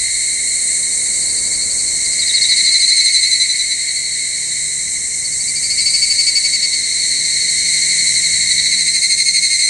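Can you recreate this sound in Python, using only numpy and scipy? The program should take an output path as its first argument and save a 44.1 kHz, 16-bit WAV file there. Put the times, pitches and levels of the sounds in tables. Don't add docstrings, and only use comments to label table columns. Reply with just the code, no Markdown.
import sys
import numpy as np
from scipy import signal
from scipy.fft import rfft, irfft, next_fast_len
from scipy.io import wavfile
from scipy.ndimage import uniform_filter1d, minimum_filter1d

SR = 44100
rng = np.random.default_rng(int(sys.argv[2]) if len(sys.argv) > 2 else 0)


def generate_wav(signal):
    frames = np.transpose(np.atleast_2d(signal))
    scaled = np.clip(frames, -1, 1) * 32767
    pcm = np.round(scaled).astype(np.int16)
    wavfile.write(sys.argv[1], SR, pcm)


N = 427329


def amp(db):
    return 10 ** (np.asarray(db) / 20)


def unit(x):
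    return x / np.sqrt(np.mean(x ** 2) + 1e-20)


def along(points, hz):
    f, v = np.transpose(points)
    return np.interp(np.log(hz + 1), np.log(f + 1), v)


def shape(points, hz):
    nearest = np.clip(hz, points[0][0], points[-1][0])
    octaves = np.abs(np.log2((hz + 1) / (nearest + 1)))
    return amp(along(points, hz) - 60 * octaves)


def curves(rows):
    s, *cols = np.transpose(rows)
    return [np.interp(np.arange(N) / SR, s, c) for c in cols]


def wobble(rate, size=N):
    at = np.arange(size) * rate / SR
    k = at.astype(int)
    knots = rng.standard_normal(int(at[-1]) + 2)
    u = at - k
    return knots[k] + (knots[k + 1] - knots[k]) * u * u * (3 - 2 * u)


def filtered(x, response):
    n = x.shape[-1]
    m = next_fast_len(n + SR // 10, True)
    spectrum = rfft(x, m)
    return irfft(spectrum * response(np.fft.rfftfreq(m, 1 / SR)), m)[..., :n]


def spread(pair):
    # (frequency [Hz], side gain [dB])
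    side_gain = [(25, 16), (60, 8.5), (130, 0.5), (500, 2.5), (1200, 0), (2100, -6), (3000, -43),
                 (4200, -12), (6000, -20), (8200, -10), (11000, 8)]
    side = filtered(pair[1], lambda hz: amp(along(side_gain, hz)))
    return np.array([pair[0] + side, pair[0] - side])


def wash(spectrum, gate=1):
    noise = gate * rng.standard_normal((2, N))
    return unit(filtered(noise, lambda hz: shape(spectrum, hz)))


def wood(x):
    # (frequency [Hz], decay time [s])
    decay_time = [(500, 0.58), (4000, 0.53), (10000, 0.15)]
    hz, t, z = signal.stft(rng.standard_normal((2, SR // 2)), SR, nperseg=256)
    decay = amp(-60 * t / along(decay_time, hz)[:, None])
    tail = signal.istft(z * decay, SR, nperseg=256)[1]
    return signal.fftconvolve(x[None], tail / np.linalg.norm(tail[0]), axes=1)[:, :N]


def sizzle(level_db=-1, click_hz=520, depth=0.18, whine_db=-2, ripple_db=2.1):
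    # (frequency [Hz], level [dB])
    hiss_spectrum = [(3530, -45), (6000, -10.5), (6750, -4.5), (7950, 4), (8500, 3.5), (9040, -3.5),
                     (9250, -7.5), (10700, -21.5), (11100, -35), (14400, -27), (22000, -120)]
    # (time [s], level [dB])
    hiss_level = [(0.0, -19), (0.75, -17.5), (2.13, -17.5), (3.91, -21), (6.04, -19), (6.64, -20.5),
                  (8.07, -16.5), (9.36, -21), (9.69, -17.5)]
    # (frequency [Hz], level [dB])
    whine_tones = [(8700, -56), (8819, -31), (9135, -48), (9224, -38.5), (9431, -41.5), (9624, -62),
                   (9755, -51)]
    # (time [s], level [dB])
    whine_level = [(0, 7.5), (1.2, 7), (2.2, -3.5), (4.5, -5), (6, 3), (7.5, -5), (9.69, -14)]

    click_phase = 2 * np.pi * np.cumsum(click_hz + 12 * wobble(3)) / SR
    gate = amp(0.31 * wobble(700)) * (1 + depth * np.sin(click_phase))
    hiss_db = curves(hiss_level)[0] + level_db + 0.54 * wobble(24)
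    hiss = amp(hiss_db) * wash(hiss_spectrum, gate)
    ripple_hz, ripple = np.linspace(0, SR / 2, 500), rng.standard_normal(500)
    hiss = filtered(hiss, lambda hz: amp(ripple_db * np.interp(hz, ripple_hz, ripple)))

    whine = np.zeros((2, N))
    for hz, db in whine_tones:
        phase = 2 * np.pi * np.cumsum(hz + 14 * wobble(60)) / SR
        whine += amp(db + 0.91 * wobble(8.9)) * np.array([np.sin(phase), np.cos(phase)])
    return hiss + amp(curves(whine_level)[0] + whine_db) * whine


def far_males(count=7, centre_hz=4200, spread_hz=170, syllable_rate=12.2):
    lower, upper = np.zeros(N), np.zeros(N)
    for place in np.linspace(-1, 1, count):
        beat = rng.random() + np.cumsum(syllable_rate + 0.608 * wobble(.7)) / SR
        gate = np.sin(np.pi * beat) ** 6 * amp(2.2 * wobble(.8))
        upper_hz = centre_hz + spread_hz * place + 30 * wobble(1.5)
        phase = np.pi * np.cumsum(upper_hz) / SR + .5 * wobble(300)
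        lower += gate * np.sin(phase)
        upper += gate * np.sin(2 * phase)
    return [unit(unit(x) * [[1], [.5]] + .5 * unit(wood(x))) for x in (lower, upper)]


def chorus(lower_wash_db=-2.0, lower_voices_db=-4.5, upper_wash_db=-4.5, upper_voices_db=-3, buzz_gain_db=3.0):
    # (time [s], lower partial level [dB], upper partial level [dB])
    partial_levels = [(0, -29.5, -24), (.43, -30.5, -26), (1.78, -36, -29.5), (2.08, -31, -26),
                      (2.5, -27, -20), (3.48, -29, -23), (4.3, -30.5, -25), (5.26, -34.5, -31.5),
                      (5.96, -32.5, -27.5), (6.69, -30, -21.5), (7.99, -24.5, -19.5), (8.58, -26.5, -20.5),
                      (9.26, -32.5, -21.5), (9.69, -28, -20)]
    # (time [s], level [dB])
    buzz_level = [(0.0, -35), (0.7, -37.5), (2.53, -31), (3.83, -36.5), (8.12, -28.5), (9.07, -32.5),
                  (9.69, -31.5)]
    # (frequency [Hz], level [dB])
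    lower_spectrum = [(1300, -85), (1600, -28), (1850, -8), (1950, -11.5), (2050, -2), (2170, 1.5),
                      (2300, -9), (2500, -19.5), (2800, -22), (3300, -22), (3600, -51)]
    upper_spectrum = [(3350, -38), (3600, -18), (3800, -5.5), (4020, -3), (4300, 1), (4500, -7),
                      (4750, -13), (5100, -18.5), (6000, -45)]
    buzz_spectrum = [(4400, -32), (4900, -9.5), (5350, -5), (5500, 2.5), (5700, -3), (6050, 5.5), (6500, 4),
                     (7200, -17), (8000, -42)]

    lower_db, upper_db = curves(partial_levels)
    buzz_db, = curves(buzz_level)
    lower_voices, upper_voices = far_males()
    throb = amp(.6 * wobble(32))
    lower = amp(lower_wash_db) * throb * wash(lower_spectrum) + amp(lower_voices_db) * lower_voices
    upper = amp(upper_wash_db) * throb * wash(upper_spectrum) + amp(upper_voices_db) * upper_voices
    buzz = amp(buzz_db + buzz_gain_db) * wash(buzz_spectrum)
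    return amp(lower_db) * lower + amp(upper_db) * upper + buzz


def air(rumble_db=3, stir_db=2, split_hz=160):
    # (frequency [Hz], level [dB])
    air_spectrum = [(12, -35), (20, -5), (91, -1.5), (120, -4), (163, -1.5), (195, -3), (285, -8),
                    (545, -10), (728, -15), (1370, -21), (1500, -18.5), (1950, -13), (3300, -120)]
    # (time [s], rumble level [dB], stir level [dB])
    air_levels = [(0.0, -48, -49.5), (0.67, -55, -46.5), (1.51, -48, -43), (2.67, -52.5, -47),
                  (3.05, -57, -51), (5.56, -50, -48), (6.5, -52.5, -48), (7.99, -51, -46.5),
                  (8.45, -45, -47), (8.8, -52.5, -47.5), (9.36, -53, -52), (9.69, -55, -50.5)]
    rumble, stir = curves(air_levels)
    lowpass = lambda hz: 1 / (1 + (hz / split_hz) ** 4)
    low = unit(filtered(wash(air_spectrum), lowpass))
    high = unit(filtered(wash(air_spectrum), lambda hz: 1 - lowpass(hz)))
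    return amp(rumble + rumble_db) * low + amp(stir + stir_db) * high


def engine(level_db=-1, third_db=-12):
    start_hz, climb_hz_per_s = 119.2, 5.78
    # (time [s], level [dB])
    engine_level = [(0, -72), (2.2, -56), (4.2, -53.5), (5.4, -45.5), (6.3, -56), (7.2, -47), (8.2, -43.5),
                    (9.69, -49)]
    db, = curves(engine_level)
    second_hz = start_hz + climb_hz_per_s * np.arange(N) / SR
    phase = np.pi * np.cumsum(second_hz) / SR

    def drone():
        flutter = amp(1.9 * wobble(3.2))
        second = np.sin(2 * phase + wobble(0.933))
        third = np.sin(3 * phase + wobble(2.8))
        return flutter * (second + amp(third_db) * third)

    return amp(db + level_db) * np.array([unit(drone()), 0.33 * unit(drone())])


def syllables(first, last, count, falter, settle, pitch_hz, climb_hz, sag_hz, level_db, swell_db, fade_db):
    slowing_s, falter_syllables = .0008, 1.5
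    sag_power, fade_power = 3.5, 5.5
    scatter_hz, scatter_db = 9, 0.67
    k = np.arange(round(count))
    progress = k / k[-1]
    warming = np.exp(-(k / settle) ** 2)
    drag = falter * np.exp((k[1:] - k[-1]) / falter_syllables)
    lag = np.append(0, np.cumsum(slowing_s * k[:-1] + drag))
    times = first + (last - first - lag[-1]) * progress + lag
    chance = rng.standard_normal((len(k), 2))
    pitches = pitch_hz - climb_hz * warming - sag_hz * progress ** sag_power + scatter_hz * chance[:, 0]
    levels = level_db - swell_db * warming ** 2 - fade_db * progress ** fade_power + scatter_db * chance[:, 1]
    return times, pitches, levels


def call(train, length, partials_db, brighten_db, fall_hz, rasp_db, tilt_db, side_hz, side_db,
         arch_hz=22, settle=5, opening_ring_db=6, opening_tone_db=-4, jitter=1, shorter=.3):
    # (frequency [Hz], level [dB])
    rasp_spectrum = [(1400, -35), (1900, -2.5), (2200, 3.5), (2550, -3.5), (2900, -4.5), (3450, -14.5),
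                     (3850, -14), (4400, 3.5), (4700, 6.5), (5050, 2.5), (5600, -8.5), (6400, -14.5),
                     (8400, -7), (10600, -21), (12000, -50)]
    times, pitches, levels = train
    n = round((times[-1] - times[0] + .2) * SR)
    start = round((times[0] - .1) * SR)
    t = (start + np.arange(n)) / SR
    which = np.searchsorted((times[1:] + times[:-1]) / 2, t)
    opening = np.exp(-(which / settle) ** 2)
    half_length = length / 2 * (1 - np.clip(shorter * opening, 0, .7))
    u = np.clip((t - times[which]) / half_length, -1, 1)
    swell = amp(levels[which]) * np.cos(np.pi / 2 * u * u)

    second_hz = pitches[which] - fall_hz * opening * u - arch_hz * u * u
    phase = 2 * np.pi * np.cumsum(second_hz) / (2 * SR)
    phase += (.06 + .24 * opening) * wobble(450, n)
    bright = amp(brighten_db * np.linspace(-.5, .5, n))
    tone = np.zeros(n)
    for k, db in zip((2, 1, 3, 4, 5), (0, *partials_db)):
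        fuzz = 2 * np.pi * rng.random() + .045 * k * k * wobble(300, n)
        tone += np.sqrt(2) * amp(db) * (bright if k > 2 else 1) * np.sin(k * phase + fuzz)

    ribs = np.floor((phase + jitter * wobble(300, n)) / (2 * np.pi * 7))
    clicks = np.diff(ribs, prepend=ribs[0]) * amp(1.5 * rng.standard_normal(n))
    twigs = rng.standard_normal(SR // 250) * np.linspace(1, 0, SR // 250)
    colour = lambda hz: shape(rasp_spectrum, hz) * amp(tilt_db * np.log2((hz + 1) / side_hz))
    rasp = unit(filtered(signal.fftconvolve(clicks, twigs, "same"), colour))
    ring = unit(filtered(clicks, lambda hz: 1 / (1 + 1j * (hz - side_hz) / 150) ** 3))

    voice = amp(opening_tone_db * opening ** 2) * tone
    voice += amp(rasp_db) * rasp
    voice += amp(side_db + opening_ring_db * opening) * ring
    return np.pad(swell * voice, (start, N))[:N]


def near_males(level_db=1):
    # (first syllable [s], last syllable [s], syllables [count],
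    # last interval's extra [s], syllables to reach full voice [count], full pitch of second partial [Hz],
    # opening climb [Hz], closing sag [Hz], full level before the common gain [dB],
    # opening softer by (louder if negative) [dB], closing fade [dB])
    calls = [ (.915, 2.064, 15, .004, 2.3, 4535, 157, 55, -29.5, 2, 7.6),
             (1.228, 1.964, 10, .002, 2.34, 4270, 8.7, 9, -27.5, 0, 3),
             (2.06, 3.43, 18, 0.022, 4.36, 4327, 135, 165, -15.5, 6, 12),
             (2.23, 3.721, 19, 0.027, 4.76, 4110, 224, 89, -14, 2.5, 5.47),
             (2.703, 3.661, 12, 0.029, 2.5, 4395, 55, 60, -22, 6, 6),
             (5.256, 6.249, 13, .002, 2.37, 4638, 230, 13, -24, 1.5, 6),
             (5.482, 6.743, 16, .014, 4.1, 4512, 210, 72, -14, 15, 5.8),
             (5.82, 6.402, 8, .002, 1.5, 4240, 115, 60.3, -23.5, -5, 13),
             (7.04, 8.367, 17, .02, 2.14, 4160, 10.8, 216, -24.5, -2, 0.51),
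             (8.518, 9.646, 15, 0.0082, 4.34, 4165, 225, 41.6, -17, -3, 0.1),
             (8.725, 9.695, 13, .002, 2.26, 4344, 95, 40, -22, 2, 2.4)]
    # (full syllable length [s], partials 1, 3, 4, 5 at mid-call relative to 2 [dB],
    # brightening of partials 3 to 5 over the call [dB], opening fall from mid-syllable to end [Hz],
    # rasp [dB], rasp tilt [dB per octave], side resonance [Hz], its level [dB],
    # pan, left over right [dB], send to the wood [dB])
    voices = [ (.052, (-10.5, -18, -10, -48), 0, 19, -11, 0, 3900, -12, 4, -12), (.05, (-28, -22, -10, -37),
              0, 18, -14, 3, 4050, -19, 5, -7), (.038, (-10, -15.5, -5, -28),
              24, 19.7, -14, 5, 4660, -12, 0.5, -17), (.041, (-13.5, -13, -24, -24),
              10, 70, -17.5, 1.5, 3790, -16, 0.9, -12), (.054, (-5.5, -18, -17, -24),
              8, 20, -11, -3, 4250, -8, -1, -17), (0.0454, (-11.5, -24, -21, -24),
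              19, 22, -15, 1, 4400, -10.5, 1.5, -15), (.043, (-12.5, -14, -26, -29),
              7, 40, -9.5, 4, 5080, -20, 4, -11), (0.0455, (-19, -14, -3, -21),
              -5, 31.4, -15, 4, 3950, -22, 5, -6.5), (0.041, (-10.5, -16, -15, -19),
              -10, 30, -20, 7, 4300, -7, 3.5, -9.5), (.043, (-9.5, -10.5, -9.5, -22.5),
              11, 55, -15.5, -5, 4330, -11, -1, -39), (.047, (-2, -2.5, 2.5, -14),
              -6, 20, -7.5, -2, 4000, -10, -1.2, -14)]
    direct, send = np.zeros((2, N)), np.zeros(N)
    for row, (*voice, pan_db, wood_db) in zip(calls, voices):
        song = amp(level_db) * call(syllables(*row), *voice)
        direct += amp([[pan_db / 2], [-pan_db / 2]]) * song
        send += amp(wood_db) * song
    return direct, wood(send)


def scene(chorus_pan_db=0.2, sizzle_pan_db=-0.25):
    lean = lambda db: amp([[db], [-db]])
    far = spread(sizzle()) * lean(sizzle_pan_db) + spread(chorus()) * lean(chorus_pan_db)
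    background = air() + engine()
    direct, echoes = near_males()
    return direct + far + spread(echoes + background)


def record(dry):
    top_hz = 11300
    needed = np.minimum(1, .96 / (np.abs(dry).max(axis=0) + 1e-9))
    gain = minimum_filter1d(needed, size=800)
    gain = uniform_filter1d(uniform_filter1d(gain, size=400), size=400)
    return filtered(dry * gain, lambda hz: 1 / (1 + (hz / top_hz) ** 100))


dry = scene()
out = record(dry)
generate_wav(out)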